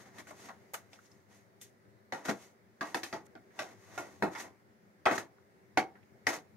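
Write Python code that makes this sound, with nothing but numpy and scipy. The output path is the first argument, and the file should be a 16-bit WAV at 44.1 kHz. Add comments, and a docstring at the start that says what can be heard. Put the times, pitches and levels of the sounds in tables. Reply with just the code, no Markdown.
"""Quiet kitchen: a metal spoon knocks and scrapes a thin foil tray held over a bowl.
Blows excite the crumpled foil: noise through tray modes, each band with its own rise and decay.
Strokes drag dense random slips along the foil; creases snap as short narrow noise bursts.
Soft room air with a fridge-like fuzzy hum, shaped noise spectra, lies below."""
import sys
import numpy as np
from scipy import signal
from scipy.fft import rfft, irfft, next_fast_len
from scipy.io import wavfile
from scipy.ndimage import uniform_filter1d

SR = 44100
rng = np.random.default_rng(int(sys.argv[2]) if len(sys.argv) > 2 else 0)


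def generate_wav(sig):
    """Save sig (samples, or channels by samples) to the path in sys.argv[1] as 16-bit PCM at SR."""
    pcm = np.round(np.clip(np.atleast_2d(sig).T, -1, 1) * 32767).astype(np.int16)
    wavfile.write(sys.argv[1], SR, pcm)


N = 289516

# tray modes: mode_hz, width_hz, level_db (over the wash, before the spot's offset)
TRAY_MODES = [(218, 58, 4), (277, 11.8, 1), (317.4, 55, 6.5), (377.5, 7.2, -4), (567, 6.5, -8.5),
              (671.4, 11, 12.5), (757, 39, 7), (867, 25, 2), (949, 30.5, -1.5), (1160, 24, 6),
              (1300, 9.2, 9), (1414, 8, 12.5), (1500, 77, 6), (1632, 29, 5.5), (1771, 29, 5),
              (1900, 9.2, -3), (1887, 35, 11), (2174, 30, 8.5), (2541, 68, 8), (2910, 17, 1.5),
              (3516, 52, -1), (3950, 40, -0.5), (5780, 23, 8)]


def gain_of(db):
    """Decibels to amplitude gain."""
    return 10 ** (np.asarray(db) / 20)


def evened(x):
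    """Scales the last axis to rms 1."""
    return x / np.sqrt(np.mean(x ** 2, axis=-1, keepdims=True) + 1e-20)


def read(points, hz):
    """Interpolates a (Hz, value) table on a log frequency axis."""
    point_hz, value = np.transpose(points)
    return np.interp(np.log(hz + 1), np.log(point_hz + 1), value)


def add(mix, start_s, sound):
    """Mixes a stereo sound in at start_s, cut at the end of the mix."""
    part = mix[:, round(start_s * SR):][:, :sound.shape[1]]
    part += sound[:, :part.shape[1]]


def paired(a, b, same):
    """Two channels of spectra with correlation same."""
    same = np.clip(same, -1, 1)
    return np.array([a, same * a + np.sqrt(1 - same ** 2) * b])


def panned(pan_db):
    """Left and right gains; pan_db is left minus right."""
    return gain_of(np.array([[.5], [-.5]]) * pan_db)


def room_air():
    """Soft air: noise spectra with drifting patches, raised at the resonances of a fuzzy mains hum."""
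    # air spectrum: freq_hz, level_db (relative)
    air_spectrum = [(15, -61), (25, -33), (64, -34.5), (91, -7), (166, -12.5), (206, -1), (242, -14),
                    (326, -16), (363, -7.5), (439, -12), (623, -11), (1100, -17.5), (1890, -17.5),
                    (3150, -31), (16000, -40)]
    # air level over time: time_s, level_db
    air_level = [(0.0, -59.5), (0.5, -59), (1.1, -62.5), (2.6, -62.5), (3.4, -61), (4.2, -59.5),
                 (4.7, -62.5), (6.56, -60.5)]
    # hum peaks: peak_hz, width_hz, level_db (over the air)
    hum_peaks = [(103.6, 7.7, 6.5), (205.8, 8.8, 11.5), (301, 21, 7), (383.6, 9.8, 11), (495, 7.7, -1),
                 (544, 12.3, -2)]
    # left-right likeness: freq_hz, correlation
    air_likeness = [(60, -0.91), (150, 0.82), (380, 0.8), (950, -0.38), (2380, 0.099), (5980, -0.087),
                    (15000, -0.15)]
    # left-right balance: freq_hz, left_minus_right_db
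    air_balance = [(40, 9), (70, 9), (105, 18), (140, 8.5), (250, -0.5), (1000, 0), (6000, -0.2),
                   (15000, 1)]

    frames, hz = N // 512 + 5, np.fft.rfftfreq(2048, 1 / SR)
    a, b, c, d, patches = rng.standard_normal((frames, 1025, 5)).T
    patches = uniform_filter1d(uniform_filter1d(patches, 20, 0), 8, 1)
    patches_db = 1.2 * patches / patches.std()
    hum = 1 + sum(gain_of(db) / (1 + (2 * (hz - f) / w) ** 2) for f, w, db in hum_peaks)
    spectra = paired(a + 1j * b, c + 1j * d, read(air_likeness, hz)[:, None])
    spectra *= gain_of(read(air_spectrum, hz)[:, None] + patches_db) * hum[:, None]
    spectra *= panned(read(air_balance, hz))[:, :, None]
    air = signal.istft(spectra, nperseg=2048, noverlap=1536)[1][:, :N]
    time_s, level_db = np.transpose(air_level)
    return air / air.std() * gain_of(np.interp(np.arange(N) / SR, time_s, level_db))


def foil_bands(drive, spot_db, near_hz=(), lumps_db=0):
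    """Filters two drives by the foil's wash and modes; returns bands x channels x time, rms 1."""
    # dense wash between the modes: freq_hz, level_db (relative)
    foil_wash = [(47, -51), (80, -22), (248, -8.5), (309, -4), (471, -4.5), (657, -8.5), (734, -9),
                 (1020, -7.5), (1900, -15), (3100, -19), (6580, -24.5), (14600, -37.5), (16000, -65)]
    # left-right likeness: freq_hz, correlation
    tray_likeness = [(100, 0.38), (250, 0.96), (600, 0.57), (1200, 0.37), (2500, 0.8), (5000, -0.3),
                     (12000, -0.038)]
    # edges of boom, middle, clank, tizz, air: edge_hz (the inner four split the bands)
    band_edges_hz = [150, 500, 1100, 2400, 7000, 15500]
    right_lead_s = .00005  # the right port hears the tray early

    hz = np.fft.rfftfreq(drive.shape[1], 1 / SR)
    lift = 0
    for (mode_hz, width_hz, mode_db), spot in zip(TRAY_MODES, spot_db):
        lift = lift + gain_of(mode_db + spot) / (1 + 2j * (hz - mode_hz) / width_hz)
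    for f in near_hz:  # foil next to the spoon: 6 dB, 0 dB in the treble
        near_db = 6 - 6.0 * (f > 2400)
        lift = lift + gain_of(near_db) / (1 + 2j * (hz / f - 1) / 0.097)
    spectra = paired(*rfft(drive), read(tray_likeness, hz))
    spectra = spectra * gain_of(read(foil_wash, hz) + lumps_db) * (1 + lift)
    spectra[0] *= np.exp(-2j * np.pi * hz * right_lead_s)
    below = [0] + [1 / (1 + (hz / f) ** 8) for f in band_edges_hz[1:-1]] + [1]
    bands = [irfft(spectra * (hi - lo), drive.shape[1]) for lo, hi in zip(below, below[1:])]
    return evened(np.array(bands))


def strokes():
    """Uneven slips of the spoon's edge, hundreds a second, each shake the foil for a moment."""
    # strokes: peak_s (most pressure), swell_s and fade_s (per 20 dB, sign ignored, fade before band share),
    # tizz_db (at weight 0), weight_db (scaled by each band's share)
    stroke_table = [(0.01, -3, 0.09, -64, 2), (0.065, .03, 0.1, -68.5, 8.5), (0.15, .02, 1.5, -76.5, 0.5),
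                    (0.203, -0.08, 0.03, -60, 6.5), (0.295, .04, 0.05, -60, 3.5),
                    (0.41, 0.13, 0.07, -63, 0), (0.461, 0.09, 0.0756, -59, 1), (0.77, 0.04, .08, -64, -6),
                    (0.935, -0.04, 0.14, -68.5, -0.5), (1.055, 0.1, 0.1, -72.5, -5),
                    (1.115, .03, 0.2, -75.5, -1), (1.32, -0.05, -0.13, -72, 2),
                    (1.35, .03, 0.16, -71.5, -6), (1.62, .015, 0.09, -59, -13.5),
                    (2.149, 0.02, 0.17, -62.5, 10), (2.258, 0.0133, 0.03, -48.5, 3.5),
                    (2.293, 0.03, 0.0551, -46, 6.5), (2.432, 0.15, 0.12, -63.5, -2),
                    (2.858, 0.02, 0.2, -59, 4.5), (2.969, 0, 0.0827, -52.5, 2.5),
                    (3.059, 0.04, 0.135, -58.5, -0.5), (3.138, -0.0138, 0.085, -58, 12),
                    (3.269, .02, 0, -67, -28), (3.618, 0.08, 0.13, -59.5, 5), (3.85, 0.2, 0.14, -71, 1.5),
                    (3.91, 0.1, 0.21, -68.5, 5), (3.962, 0.08, 0.08, -62, 4.5),
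                    (3.998, 0.01, 0.19, -61, 8.5), (3.72, 0.16, .06, -67.5, 7.5),
                    (4.13, 0.38, 0.31, -71, 0), (4.336, 0.04, 0.05, -59.5, 4),
                    (4.402, 0.04, 0.0743, -48.5, 0), (4.464, 0.1, 0.07, -69, 12.5),
                    (5.122, 0.0421, 0.1087, -48.5, 9.5), (5.16, 0.0218, .03, -46.5, 1),
                    (5.188, 0.0233, .06, -49, 2), (6.293, 0.02, 0.0626, -43.5, 3),
                    (6.338, 0.0363, .07, -46, 3)]
    # per band: level_db at weight 0
    stroke_band_db = [-3.5, 0, 0, 0, -2.5]
    # per band: weight_share; heavy strokes are fuller below
    weight_share = [1.11, 1.03, 0.74, 0.065, -0.23]
    # per band: fade_share; low bands linger
    fade_share = [1.25, 1.12, 0.87, 0.85, 0.85]
    rounding = 1.26  # 1 = pointed swell, 2 = dome
    slips_per_s, slip_t120_s = 250, 0.031  # rate per band; time to fall 120 dB

    size = next_fast_len(N)
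    noise = rng.standard_normal((2, size))
    bands = foil_bands(noise, np.full(len(TRAY_MODES), -4.0), near_hz=(1950, 6400))
    slips = gain_of(3.5 * np.minimum(rng.exponential(1, (size, 5)), 5))
    slips = slips * (rng.random((size, 5)) < slips_per_s / SR)
    slips = slips.T + 0.22 * slips.sum(1)  # spill into the other bands
    slip_decay = gain_of(-120 * np.arange(900)[None] / SR / slip_t120_s)
    shaking = signal.oaconvolve(slips, slip_decay, axes=1)[:, :size]
    bands = bands * evened(np.sqrt(np.abs(shaking) + 2.7))[:, None]

    t, power = np.arange(0, size + 64, 64) / SR, 0
    for peak_s, swell_s, fade_s, tizz_db, weight_db in stroke_table:
        band_fade_s = np.abs(fade_s * np.array(fade_share))[:, None]
        away = np.where(t < peak_s, (peak_s - t) / abs(swell_s), (t - peak_s) / band_fade_s)
        band_db = tizz_db + np.array(stroke_band_db) + weight_db * np.array(weight_share)
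        power = power + gain_of(2 * (band_db[:, None] - 20 * away ** rounding))
    pressure = np.array([np.interp(np.arange(size) / SR, t, np.sqrt(p)) for p in power])
    return (bands * pressure[:, None]).sum(0)[:, :N] * panned(.6)


def blows():
    """Each blow lands on another spot, so mode strengths differ; a crack and a thump lead the ring."""
    # blows: start_s, level_db (middle band, before the envelope), boom_db, clank_db, tizz_db, air_db (over the
    # middle), ring_factor, pan_db, crack_db, then near-spoon boom_hz, middle_hz, clank_hz, tizz_hz
    blow_table = [(0.183, -51.5, 6, 7.5, 1, -3.5, 0.82, 1, -6, 288, 670, 2180, 3260),
                  (0.27, -55.5, 5, 5.5, -5, -2, 0.75, 3, -4, 199, 640, 2180, 6780),
                  (0.308, -41, -4, -8, -27, -17.5, 0.56, 2, 9, 300, 620, 1140, 6510),
                  (0.487, -41.5, -26.5, -0.5, -16, -23.5, 0.98, 2, -12, 370, 1070, 1330, 3970),
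                  (0.735, -37.5, -20, -20, -13, 1, 0.47, -0.5, -6, 183, 577, 1610, 14400),
                  (0.741, -35, -20, 4, -4.5, -6, 0.42, 1, -2, 458, 680, 1660, 6470),
                  (0.931, -50.5, -9, -22, -2, -16, 0.55, 0, 4, 447, 750, 2130, 5660),
                  (1.613, -61, -8, -10, 10, 18.5, 0.4, 3, -9, 199, 1040, 1640, 6100),
                  (2.123, -30, -4, -3.5, -14, -23.5, 1.07, 1, 7, 330, 546, 1410, 3760),
                  (2.252, -43.5, -6, 0.5, -6, -9, 1.8, 2, 3, 300, 680, 1770, 6160),
                  (2.284, -30, 7, -3, -15, -20, 1.04, 2, 3.5, 373, 675, 1650, 6840),
                  (2.294, -31.5, -13, 1, -5, -15, 0.47, -1, -4, 307, 930, 1950, 6950),
                  (2.809, -31.5, -3, 0.5, -11.5, -23, 1.26, 0.5, -1, 307, 990, 1140, 4570),
                  (2.945, -25.5, 0, -2.5, -10.5, -17, 0.65, 0.5, 5.5, 320, 920, 1920, 4450),
                  (3.032, -39.5, 1, 4.5, 2, -4, 0.71, 1, -2, 360, 810, 1870, 4000),
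                  (3.127, -32, 1, -5, -11.5, -25.5, 0.92, -0.5, 1, 380, 845, 1310, 4640),
                  (3.352, -45, 3, -4, -19, -48, 0.82, 0, 3, 260, 730, 1590, 3300),
                  (3.59, -31, -4, -1.5, -6, -17, 0.99, 0, -5, 370, 770, 1580, 5570),
                  (3.977, -32.5, -2, -2, -11, -15, 1.13, -0.5, -3, 300, 710, 1450, 6300),
                  (4.223, -22.5, 3.5, -4.5, -19.5, -27.5, 1.16, 0.5, -3, 362, 915, 1610, 3980),
                  (4.35, -43, -18, 6.5, -7, -16, 1.9, -2, -9, 347, 1030, 1930, 5220),
                  (5.055, -29.5, -3, 0, -5.5, -16, 0.68, 2.5, 1, 450, 750, 1300, 3300),
                  (5.06, -17, -11, -1, -16.5, -41, 1.26, 1, -4, 316, 660, 1310, 3280),
                  (5.111, -27.5, 2, -1, -15, -24.5, 0.85, 4, 0, 347, 650, 1830, 3380),
                  (5.179, -37.5, 2, 8.5, -3, -9, 0.39, -1, 2, 350, 960, 1770, 6310),
                  (5.773, -15.5, -6, -5.5, -12.5, -26, 0.69, -0.5, 0, 267, 786, 2130, 3140),
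                  (5.796, -35.5, 4, -7, -25, -42, 1.35, 0.5, 0, 323, 560, 1463, 3500),
                  (6.268, -22.5, -8, 0.5, -7.5, -17, 0.73, 1.5, 4.5, 475, 700, 2000, 5100)]
    # per band: ring_t60_s (before the ring factor)
    ring_t60_s = [0.15, 0.19, .14, 0.17, 0.19]
    # per band: rise_s; large panels start slower
    rise_s = [0.0065, 0.005, 0.0017, 0.00071, 0.0022]
    # the kitchen's short tail per band: tail_db
    tail_db = [-21.5, -23, -20, -17.5, -20.5]
    # the kitchen's short tail per band: tail_t60_s
    tail_t60_s = [0.36, 0.36, 0.23, 0.19, 0.18]
    crack_t60_s, thump_db, rebounds_per_s = 0.011, -5.0, 150
    push_db, push_hz, push_pan_db = -23.5, 113, 12  # the whole tray flexes briefly

    out, t = np.zeros((2, N)), np.arange(16384) / SR
    push_wave = np.exp(-push_hz * t / 1.8) * np.sin(2 * np.pi * push_hz * t)
    tail = gain_of(np.array(tail_db)[:, None] - 60 * t / np.abs(tail_t60_s)[:, None])
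    rise = 1 - np.exp(-t / np.abs(rise_s)[:, None])
    for (start_s, level_db, boom_db, clank_db, tizz_db, air_db,
         ring_factor, pan_db, crack_db, *near_hz) in blow_table:
        spot_db = 3.4 * rng.standard_normal(len(TRAY_MODES))
        # crumples make the wash uneven
        lumps_db = 3 * evened(uniform_filter1d(rng.standard_normal(len(t) // 2 + 1), 60))
        bands = foil_bands(rng.standard_normal((2, len(t))), spot_db, near_hz, lumps_db)

        t60_s = np.abs(ring_factor) * np.array(ring_t60_s)[:, None]
        ring = gain_of(-5.5 - 60 * t / t60_s)
        crack = gain_of(crack_db - 60 * t / crack_t60_s)
        shape = (ring + crack + tail) * rise
        # the loose foil slaps back at the spoon
        rebounds = rng.random(len(t)) * (rng.random(len(t)) < rebounds_per_s / SR)
        slaps = signal.oaconvolve(rebounds, signal.windows.hann(200))[:len(t)]
        shape = shape * np.sqrt(1 + 1.2 * slaps)

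        band_db = level_db + np.array([boom_db, 0, clank_db, tizz_db, air_db])
        ringing = (bands * (shape * gain_of(band_db)[:, None])[:, None]).sum(0)
        # the loudest panel (middle, clank or tizz) swings a few times
        loudest = 1 + np.argmax(band_db[1:-1])
        turns = near_hz[loudest] * t
        swing = turns * np.exp(1 - turns / 1.09) * np.sin(2 * np.pi * turns)
        thump = gain_of(band_db[loudest] + thump_db) * swing
        push = gain_of(level_db + push_db) * push_wave
        add(out, start_s, (ringing + thump) * panned(pan_db) + push * panned(push_pan_db))
    return out


def ticks():
    """Small creases snap in the foil: each a decaying narrow noise burst around its pitch."""
    # ticks: start_s, level_db (before the rise), pitch_hz, t60_s, pan_db, half_width_share (of the pitch)
    tick_table = [(0.8899, -64, 1900, 0.06, 0.0, 0.18), (0.9288, -60, 2150, 0.046, 1.0, 0.14),
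                  (0.9897, -51.5, 1450, 0.053, 1, 0.071), (1.0587, -66.5, 5500, 0.068, 6, 0.16),
                  (1.1154, -62, 5340, 0.045, -7, 0.11), (3.2675, -66, 1510, 0.079, -5, 0.25),
                  (3.5062, -62, 1790, 0.1, -1, 0.31), (5.3824, -60.5, 1350, 0.054, 3, 0.28),
                  (5.9535, -55.5, 1590, 0.14, 0, 0.24), (6.0294, -63, 2244, 0.056, -2, 0.3),
                  (6.244, -71, 1920, 0.14, 2.0, 0.32)]
    tick_rise_s, likeness = 0.00041, 0.37

    out, t = np.zeros((2, N)), np.arange(8192) / SR
    hz = np.fft.rfftfreq(len(t), 1 / SR)
    for start_s, level_db, pitch_hz, t60_s, pan_db, half_width_share in tick_table:
        spectra = paired(*rfft(rng.standard_normal((2, len(t)))), likeness)
        offset = (hz - pitch_hz) / (half_width_share * pitch_hz)
        burst = evened(irfft(spectra / (1 + offset ** 2)))
        shape = gain_of(level_db - 60 * t / abs(t60_s)) * (1 - np.exp(-t / tick_rise_s))
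        add(out, start_s, burst * shape * panned(pan_db))
    return out


def scene():
    """Sums room air, strokes, blows and snaps."""
    return room_air() + strokes() + blows() + ticks()


def record(dry):
    """Applies the microphone ports' colour, then a linear-phase low-pass."""
    # port colour: freq_hz, level_db
    mic_colour = [(50, -9.5), (110, -1), (1500, -2.03), (2150, 1), (2500, -3.5), (5000, 1.4), (6800, 1.5),
                  (7300, -1.5), (11000, -0.3), (14300, 2), (16000, 3)]
    edge_hz = 15850

    size = next_fast_len(N + 4096)
    colour = gain_of(read(mic_colour, np.fft.rfftfreq(size, 1 / SR)))
    coloured = irfft(rfft(dry, size) * colour, size)[:, :N]
    low_pass = signal.firwin(511, edge_hz, window=("kaiser", 9), fs=SR)
    return signal.oaconvolve(coloured, low_pass[None], "same", axes=1)


dry = scene()
out = record(dry)
generate_wav(out)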